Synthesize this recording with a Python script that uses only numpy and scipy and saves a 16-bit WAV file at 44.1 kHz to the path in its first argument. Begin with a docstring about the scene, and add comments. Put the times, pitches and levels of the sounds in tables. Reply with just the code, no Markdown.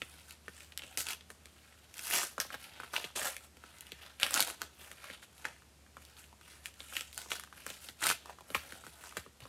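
"""Hands tear open and crumple a padded paper envelope: pulls are dense showers of tiny decaying tones.
Creases snap one by one, each a short ring with a crack, a scrunch and a falling flap of the sheet.
A small room answers with near echoes and a scattered tail; a few soft bass thuds come late.
Underneath lie a low hum, made of two sines that drift in pitch, and a steady hiss of filtered noise."""
import sys
import numpy as np
from scipy import signal
from scipy.fft import rfft, irfft
from scipy.io import wavfile
from scipy.ndimage import uniform_filter1d

SR = 44100
rng = np.random.default_rng(int(sys.argv[2]) if len(sys.argv) > 2 else 0)


def output_pcm(signal):
    """Save a mono or channel-first signal as 16-bit PCM at the path in sys.argv[1].

    Samples are clipped to [-1, 1] before scaling.
    """
    pcm = np.clip(np.atleast_2d(signal).T, -1, 1) * 32767
    wavfile.write(sys.argv[1], SR, np.round(pcm).astype(np.int16))


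N = 418068  # length of the scene in samples

# Creases that buckle, levels before the room answers: (time [s], peak level [dB], ring pitch [Hz],
# bright crack relative to the peak [dB], low flap relative to the peak [dB])
CREASE_SNAPS = [(0.0185, -22.5, 2640, -24, -22), (0.1406, -48, 2220, 3, -16),
                (0.3082, -48, 2460, 16.5, -32), (0.4811, -31.5, 1630, -18, -15.5),
                (0.6057, -40, 2460, -6, -30), (0.722, -37, 2960, -16, -24), (0.7755, -35.5, 3320, 15, -54),
                (0.794, -31.5, 2900, -14, -31), (0.8204, -32.5, 2950, -20, -24),
                (0.8356, -34, 2800, -22, -19.5), (0.9266, -42, 2620, -7, -30),
                (0.974, -26.5, 2630, 9, -17.5), (1.006, -29.5, 2780, 5, -25), (1.068, -27.5, 2700, 4, -28),
                (1.0864, -30, 2410, 6, -38), (1.1062, -26, 2700, -7, -41), (1.1325, -29, 2900, -1, -40),
                (1.209, -39.5, 3400, -16, -23), (1.3029, -37, 1650, 3, -15.5),
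                (1.4568, -43.5, 2240, 6.5, -14), (1.725, -48, 2140, -18, -25),
                (1.9414, -46, 2760, 10.5, -30), (1.9808, -38.5, 2840, 9, -43), (1.993, -27.5, 2900, 1, -49),
                (2.0496, -51, 1810, 10, -29), (2.07, -35, 1360, 9, -35), (2.11, -25, 1960, 0, -43),
                (2.1332, -21.5, 2800, -7, -41), (2.1487, -43, 2950, 8, -12), (2.17, -24.5, 3370, 2, -38),
                (2.2171, -33, 1360, 4, -24), (2.2316, -27.5, 1420, 3, -27), (2.3804, -26, 1300, -17, -13.5),
                (2.4015, -16, 5770, -2, -43), (2.45, -41.5, 1110, -15, -10), (2.5039, -33, 1510, -20, -38),
                (2.5427, -30.5, 1620, -9, -14), (2.8005, -30.5, 1340, -22, -19.5),
                (2.834, -34, 1270, -12, -20), (2.939, -27, 1370, -15, -27), (2.964, -16, 2680, -25, -46),
                (3.0422, -25.5, 2780, -31, -17.5), (3.1614, -35, 2450, 10, -11),
                (3.2163, -26.5, 1860, -3, -17.5), (3.2617, -33, 1350, -4, -15),
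                (3.3661, -29.5, 2200, 1.5, -38), (3.5697, -44, 2640, -2, -12),
                (3.638, -39.5, 1360, -10, -13), (3.7849, -52, 2680, 14, -15), (3.808, -44, 3400, 13.5, -32),
                (3.8683, -43, 2820, 5, -33), (3.9197, -29.5, 3400, -4, -18.5),
                (4.1994, -27, 2760, 3.5, -34), (4.2125, -38, 1980, 9, -16), (4.2312, -8.5, 2960, -5, -55),
                (4.265, -23.5, 2150, -1, -38), (4.3085, -31.5, 1300, 9.5, -31), (4.3348, -39, 990, 16, -21),
                (4.3413, -30, 1250, 18.5, -15), (4.3483, -29, 1310, 11, -21), (4.367, -23, 1330, -11, -25),
                (4.3763, -16.5, 2760, -1, -36), (4.4046, -14.5, 4090, 3.5, -26),
                (4.425, -21.5, 2860, 3, -40), (4.474, -32, 3340, 8, -32), (4.5005, -36, 1150, 8, -40),
                (4.6175, -26, 1400, 4.5, -23), (4.915, -36, 1975, 0, -20), (4.9833, -46, 2620, -12, -32),
                (5.0423, -35, 1320, -1, -42), (5.1007, -33.5, 1930, -17, -14),
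                (5.2275, -40.5, 1690, -10, -24), (5.3802, -54.5, 2800, 10.5, -19),
                (5.4455, -36.5, 2520, -12, -16), (5.4526, -20, 1660, -27, -36.5),
                (5.621, -49.5, 1410, -6, -27), (5.864, -51.5, 1610, -13, -33),
                (5.9685, -36.5, 1318, -10, -17), (6.0511, -53, 3440, 16, -26), (6.1676, -43, 3550, -7, -28),
                (6.241, -44.5, 2715, -6, -32), (6.3278, -48.5, 937, -6, -30), (6.4122, -45, 1410, 1, -36),
                (6.6578, -29, 2440, 2, -48), (6.7405, -54, 2980, 9, -25), (6.8043, -30.5, 3500, -25, -24.5),
                (6.9254, -37, 1450, -10, -22), (6.9672, -18.5, 2730, -6.5, -33),
                (7.0087, -29.5, 2820, 3, -23), (7.129, -40, 3400, 6, -31), (7.1454, -51, 3160, 15.5, -23),
                (7.1776, -35, 1480, 12, -33), (7.217, -38.5, 2820, 6.5, -31), (7.26, -45, 1110, -12, -9),
                (7.306, -36, 1468, 5, -29), (7.3174, -18, 2840, -12, -41), (7.3182, -24, 1400, -18, -31),
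                (7.355, -34.5, 1640, 4, -37), (7.397, -39.5, 1330, 11, -36), (7.4367, -38, 1440, 3, -49),
                (7.4747, -46, 1367, -13, -26), (7.5265, -39, 1340, -21, -42), (7.6651, -31, 1480, 6.5, -16),
                (7.7025, -28.5, 3530, -2.5, -18.5), (7.7677, -48, 1880, 2, -27),
                (7.8874, -29.5, 4000, -20, -22), (8.018, -33, 1330, -8, -22),
                (8.0272, -22.5, 1720, -11, -39), (8.0344, -26, 1790, -19, -29),
                (8.0532, -22.5, 1360, -7, -28), (8.06, -28, 1310, 2, -36), (8.068, -18.5, 1680, 6, -29),
                (8.085, -32, 1780, 10, -31), (8.1012, -19, 1340, 2, -29), (8.112, -23, 1370, -10, -25),
                (8.258, -40.5, 1050, 1, -30), (8.2958, -35, 860, -15, -34), (8.386, -42.5, 1134, -17, -30),
                (8.4078, -44, 950, 1, -11), (8.503, -42.5, 1310, 8, -0.5), (8.5472, -17, 2270, -15, -20.5),
                (8.5521, -22, 1110, -16, -39), (8.723, -34.5, 1710, -3, -13.5),
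                (8.8382, -41, 1283, -33, -15), (8.8663, -39, 1395, 0, -10.5),
                (9.0934, -52.5, 4110, 15, -24), (9.124, -41.5, 1280, -6, -31),
                (9.1696, -25.5, 1540, -0.5, -13.5), (9.2628, -42.5, 1143, -18, -6.5),
                (9.4042, -44, 2760, 1.5, -15), (9.454, -40, 1110, -23, -9)]


def amp(db):
    """Turns decibels into a gain."""
    return 10 ** (np.asarray(db) / 20)


def evened(x):
    """Scales a sound so that its rms (average strength) is 1."""
    return x / np.sqrt(np.mean(x ** 2) + 1e-20)


def read(points, hz):
    """Reads a curve of (frequency, value) points, with frequency on a log scale."""
    point_hz, value = np.transpose(points)
    return np.interp(np.log(hz + 1), np.log(point_hz + 1), value)


def add(mix, start_s, sound):
    """Adds a sound to the mix at a start time, cutting off what runs past the end."""
    part = mix[max(round(start_s * SR), 0):][:len(sound)]
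    part += sound[:len(part)]


def ping(hz, cycles, phase, size):
    """A soft-starting oscillation that dies within a few cycles, peak 1."""
    u = np.arange(size) / SR * hz / cycles
    wave = u * np.exp(-2.5 * u) * np.cos(2 * np.pi * (u * cycles + phase))
    return wave / abs(wave).max()


def drift(rate):
    """Random wander of rms 1: noise averaged twice over 1/rate seconds."""
    width = int(SR / rate)
    once = uniform_filter1d(rng.standard_normal(N), width)
    return evened(uniform_filter1d(once, width))


def papery(x):
    """Gives a sound the colour of paper; the filter's phase follows from its log gain, so it never rings early."""
    # colour of the paper: (frequency [Hz], level per Hz [dB])
    paper_colour = [(88, -50.5), (150, -11), (475, -11), (566, -4), (716, -4.5), (1120, -6), (1340, 3),
                    (2020, 0.5), (2760, 2.5), (5050, -5), (9440, -3), (13700, -8), (16000, -14)]
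    hz = abs(np.fft.fftfreq(4096, 1 / SR))
    log_gain = np.log(amp(read(paper_colour, hz)))
    response = np.exp(np.conj(signal.hilbert(log_gain)))
    taps = np.fft.ifft(response).real[:1024]
    taps = taps.reshape((1,) * (x.ndim - 1) + (-1,))  # works for one sound or a stack of sounds
    return signal.oaconvolve(x, taps, axes=-1)[..., :x.shape[-1]]


def pulls():
    """Each pull of the hand swells, holds and slackens; returns each grain family's gain over time."""
    # pulls that tear or crumple: (time at full force [s], rise [s], hold [s], fall [s],
    # creases level [dB], fine fibres level [dB], broad sheet level [dB])
    hand_pulls = [(0.034, 0.13, 0.19, .1, -63.5, -63, -74), (0.307, .15, .01, 0.071, -58, -57, -72),
                  (0.566, 0.24, 0.068, 0.16, -61.5, -59.5, -71),
                  (0.842, 0.11, 0.096, 0.17, -62, -63.5, -65),
                  (0.981, 0.0084, 0.033, 0.06, -47.5, -38, -57.5),
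                  (1.092, 0.086, 0.032, 0.051, -45.5, -45.5, -54), (1.3, .05, .02, 0.08, -86, -63, -67),
                  (1.455, 0.13, .45, .1, -68.5, -73, -79), (1.958, 0.071, 0.076, .1, -59, -57.5, -66),
                  (2.072, 0.11, 0.068, .1, -46, -39.5, -59),
                  (2.143, 0.064, 0.0089, 0.15, -33.5, -30.5, -40.5),
                  (2.213, 0.092, 0.033, 0.059, -53, -45, -56), (2.405, 0.016, .01, 0.084, -46, -43, -57),
                  (2.533, 0.056, .01, 0.033, -49, -53.5, -52),
                  (2.616, 0.093, 0.0093, 0.16, -54, -55.5, -73), (2.78, 0.57, 0.047, 0.21, -57, -66, -61.5),
                  (2.939, .02, 0.017, 0.16, -42.5, -44.5, -45.5),
                  (3.038, 0.28, .01, 0.058, -51, -52.5, -57), (3.16, 0.01, 0.12, 0.12, -44.5, -42, -49.5),
                  (3.399, .05, 0.051, 0.077, -68, -64, -69), (3.66, 0.2, 0.32, 0.12, -63, -66.5, -72),
                  (4.022, 0.046, .04, 0.16, -55, -61.5, -61), (4.225, 0.041, .03, 0.16, -42.5, -47, -48.5),
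                  (4.376, 0.13, 0.046, 0.055, -39, -37, -42),
                  (4.469, 0.066, 0.04, 0.082, -49.5, -48, -49.5),
                  (4.634, 0.085, .01, 0.077, -53.5, -55.5, -55),
                  (4.813, 0.17, 0.11, 0.12, -59.5, -59.5, -63.5),
                  (5.04, 0.15, 0.094, 0.12, -54, -60.5, -63), (5.231, 0.05, 0.0088, 0.045, -60, -60, -69),
                  (5.38, 0.14, 0.056, .1, -65, -63, -69), (5.458, 0.043, .01, 0.1, -52, -56.5, -52.5),
                  (5.53, .05, 0.056, 0.11, -69.5, -73.5, -85), (6.01, 0.16, 0.11, 0.17, -67, -67, -74),
                  (6.178, 0.03, 0.015, 0.14, -56.5, -56.5, -83), (6.494, 0.14, 0.044, 0.19, -60, -60, -68),
                  (6.654, 0.032, .01, .07, -54, -54, -63), (6.807, 0.081, 0.039, .2, -59, -58.5, -83),
                  (6.943, 0.12, 0.038, 0.19, -51, -49, -62.5), (7.134, .02, 0.036, .05, -74, -57.5, -82),
                  (7.174, 0.011, .02, 0.27, -56, -51.5, -61), (7.305, 0.032, .03, 0.16, -49.5, -48.5, -55),
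                  (7.697, 0.18, .04, 0.15, -56, -55, -65), (7.834, 0.07, 0.053, .08, -58, -53.5, -68),
                  (8.035, 0.047, 0.082, 0.052, -39.5, -38, -45),
                  (7.567, 0.033, 0.059, 0.088, -59.5, -61.5, -68), (8.295, 0.15, .02, .08, -61, -63, -57.5),
                  (8.508, 0.13, 0.014, 0.12, -60, -59, -61), (8.547, 0.009, 0.014, 0.074, -41.5, -44, -49),
                  (8.61, 0.16, 0.14, 0.38, -60, -59.5, -62.5),
                  (8.863, 0.072, 0.008, 0.16, -62.5, -60.5, -82),
                  (9.038, .25, 0.041, 0.17, -58.5, -57.5, -60),
                  (9.166, 0.022, 0.0086, 0.094, -48.5, -51.5, -56),
                  (9.406, 0.014, .07, .1, -61, -66, -66.5)]
    # fingers never rest: (creases level [dB], fibres level [dB], sheet level [dB])
    fidget_db = (-81, -83, -84)
    slack_db = -25  # level at the ends of a pull's rise and fall, relative to full force
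    t = np.arange(0, N, 32) / SR  # a coarse clock is enough for hand motion
    s, rise, hold, fall, *levels = np.transpose(hand_pulls)[:, :, None]
    before = (s - t) / rise
    after = (t - s - hold) / fall
    slack = np.maximum(np.maximum(before, after), 0)
    gains = []
    for db, rest_db in zip(levels, fidget_db):
        # doubled decibels give powers, which add up
        power = amp(2 * rest_db) + amp(2 * (db + slack_db * slack)).sum(0)
        gains.append(np.interp(np.arange(N) / SR, t, np.sqrt(power)))
    return gains


def showers():
    """A snap sets a rip running: fibres break at once and thin out; returns the rip's gain over time."""
    shower_db = -44.5  # relative to the snap's peak
    rip, fade = np.zeros(N), np.exp(-np.arange(4000) / SR / 0.014)
    for s, db, *_ in CREASE_SNAPS:
        add(rip, s, amp(db + shower_db) * fade)
    return rip


def grains(lo_hz, hi_hz, cycles, rate, spread_db, clumps):
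    """Short pings at random moments and pitches; a few are large, and they come in clumps."""
    strikes = rng.random(N) < rate / SR
    size = amp(spread_db * np.minimum(rng.exponential(1, N), 3)) * strikes * clumps
    pitches = np.geomspace(lo_hz, hi_hz, num=12)
    which, out = rng.integers(0, len(pitches), N), np.zeros(N)
    # as the sheet bends, other pitches come forward every tenth of a second
    bend = amp(4.0 * uniform_filter1d(rng.standard_normal((len(pitches), 100)), size=2, axis=0))
    bend = bend / np.sqrt(np.mean(bend ** 2, axis=0))
    for k, hz in enumerate(pitches):
        shape = np.diff(ping(hz, cycles, rng.random(), size=1024))
        shape = np.sqrt(hz) * shape / np.linalg.norm(shape)
        favour = np.interp(np.linspace(0, 99, N), np.arange(100), bend[k])
        out += signal.oaconvolve(size * favour * (which == k), shape)[:N]
    return evened(papery(out))


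def rustle():
    """Fibres break in uneven jerks of the hand; creases, fibres and the whole sheet share them."""
    # grain families: (lowest pitch [Hz], highest pitch [Hz], length [cycles], rate [grains/s], size spread [dB])
    creases = (900, 4500, 2.2, 3000, 3.2)
    fibres = (4500, 15000, 2.5, 7000, 3.3)
    sheet = (200, 900, 1.2, 900, 2.5)
    clumps = amp(2.6 * drift(300) + .6 * drift(50))
    rip = showers()
    rip_shares = amp([0, -3, -12])  # the rip's share of each family
    out = np.zeros(N)
    for family, gain, share in zip((creases, fibres, sheet), pulls(), rip_shares):
        out += (gain + share * rip) * grains(*family, clumps)
    return out


def hum():
    """A low tone that flutters in pitch and level, with a faint octave above."""
    # course of the low tone before its flutter: (time [s], pitch [Hz], rms level [dB])
    hum_course = [(0.0, 76.4, -66.5), (0.47, 75.6, -63), (1.24, 76.2, -67.5), (2.17, 71.7, -69),
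                  (4.36, 72.0, -67.5), (4.96, 69.7, -70.5), (5.94, 71.6, -65), (9.32, 70.8, -70),
                  (9.48, 65.3, -67)]
    s, hz, db = np.transpose(hum_course)
    t = np.arange(N) / SR
    pitch = np.interp(t, s, hz) + .8 * drift(5)
    level = np.interp(t, s, db) + .8 * drift(10)
    turns = np.cumsum(pitch) / SR
    tone = np.sin(2 * np.pi * turns) + amp(-20.0) * np.sin(2 * np.pi * 2 * turns)
    return np.sqrt(2) * amp(level) * tone  # a sine peaks at root two times its rms


def hiss():
    """Steady noise of room and microphone: white noise with its spectrum reshaped."""
    # colour of the hiss, only its shape counts: (frequency [Hz], level per Hz [dB])
    hiss_colour = [(18, -27), (40, -14), (75, -2.5), (115, -9), (215, -9), (280, -12.5), (1540, -21),
                   (8080, -24.5), (13700, -30), (16000, -48)]
    hiss_db = -64  # rms, before the microphone
    white = rfft(rng.standard_normal(N))
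    colour = amp(read(hiss_colour, np.fft.rfftfreq(N, 1 / SR)))
    return amp(hiss_db) * evened(irfft(white * colour, N))


def snaps():
    """Each crease rings for a few cycles, cracks, and sends a falling bending wave across the sheet."""
    ring_cycles = 1.37  # shortest ring; looser creases ring up to 45 % longer
    count = len(CREASE_SNAPS)
    out, t = np.zeros(N), np.arange(2000) / SR
    short_t = t[:300]
    luck = rng.random((count, 2))
    crack_fade = np.exp(-short_t / (0.00031 + 0.00007 * luck[:, 1:]))
    cracks = papery(rng.standard_normal((count, 300)) * short_t * crack_fade)
    cracks = signal.sosfilt(signal.butter(2, 3300, "high", fs=SR, output="sos"), cracks)
    # the buckle also shakes the paper around it: a short broad scrunch
    scrunches = papery(rng.standard_normal((count, 300)) * short_t * np.exp(-short_t / 0.0014))
    scrunches = signal.sosfilt(signal.butter(1, [700, 5000], "band", fs=SR, output="sos"), scrunches)
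    # bending waves disperse: high pitches arrive first
    flap_hz = 95 + 600 * np.exp(-t / 0.00679)
    flap = np.sin(2 * np.pi * np.cumsum(flap_hz) / SR)
    flap = flap * np.exp(-t / 0.011) * (1 - np.exp(-t / 0.00011))
    flap = flap / abs(flap).max()
    for snap, (phase, loose), crack, scrunch in zip(CREASE_SNAPS, luck, cracks, scrunches):
        s, db, hz, crack_db, flap_db = snap
        add(out, s, amp(db) * ping(hz, ring_cycles * (1 + 0.45 * loose), phase, size=500))
        add(out, s, amp(db + crack_db) * crack / abs(crack).max())
        add(out, s, amp(db - 8.5) * scrunch / abs(scrunch).max())
        add(out, s, amp(db + flap_db) * flap)
    return out


def tail():
    """A few near echoes, then sparse taps of random sign, each band dying at its own speed."""
    # time to fade by 60 dB: (frequency [Hz], fade time [s])
    fade_times = [(200, 0.16), (530, 0.1), (1390, 0.25), (3680, 0.47), (9700, 0.25)]
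    # echoes from body and walls, before a random shift of up to 30 %: (delay [s], level [dB])
    near_echoes = [(.0016, -14), (.004, -11), (.0105, -14), (.0135, -14)]
    taps = np.zeros(SR // 2)
    at = np.arange(300, len(taps) - 20, 20)
    taps[at + rng.integers(0, 20, len(at))] = rng.choice([-1., 1.], len(at))
    hz, t, bands = signal.stft(taps, SR, nperseg=256)
    fade_s = np.maximum(read(fade_times, hz), .05)[:, None]
    out = signal.istft(bands * amp(-60 * t / fade_s), SR, nperseg=256)[1]
    out = amp(-16.0) * out / np.linalg.norm(out)
    for s, db in near_echoes:
        add(out, s * rng.uniform(.7, 1.3), amp([db]))
    return out


def room(x):
    """The envelope keeps moving, so the sound fades between three paths through the room."""
    turn = np.pi * np.arange(N) / SR * 2.3
    out = x.copy()
    for k in range(3):
        path = np.sqrt(2 / 3) * np.cos(turn + k * np.pi / 3)  # the three powers always add up to 1
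        out += signal.oaconvolve(x * path, tail())[:N]
    return out


def thuds():
    """A few soft thuds, each a few quickly dying cycles of bass."""
    # low soft thuds, before the microphone: (time [s], pitch [Hz], peak level [dB])
    bass_thuds = [(8.56, 75, -48), (9.181, 75.6, -52), (9.421, 121, -50)]
    out = np.zeros(N)
    for s, hz, db in bass_thuds:
        add(out, s, amp(db) * ping(hz, 2.4, 0, size=6000))
    return out


def scene():
    """Paper in the room, with thuds, over the steady background."""
    paper = room(snaps() + rustle())
    return (paper + thuds() + hum() + hiss())[None]


def record(dry):
    """The microphone drops the deepest bass and softens the top; then the band limit."""
    cut = signal.sosfilt(signal.butter(5, 50, "high", fs=SR, output="sos"), dry)
    cut = signal.sosfilt(signal.butter(3, 14500, fs=SR, output="sos"), cut)
    band_limit = signal.firwin(511, 15900, window=("kaiser", 9), fs=SR)  # little passes above 15900 Hz
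    return signal.oaconvolve(cut, band_limit[None], "same")


dry = scene()
out = record(dry)
output_pcm(out)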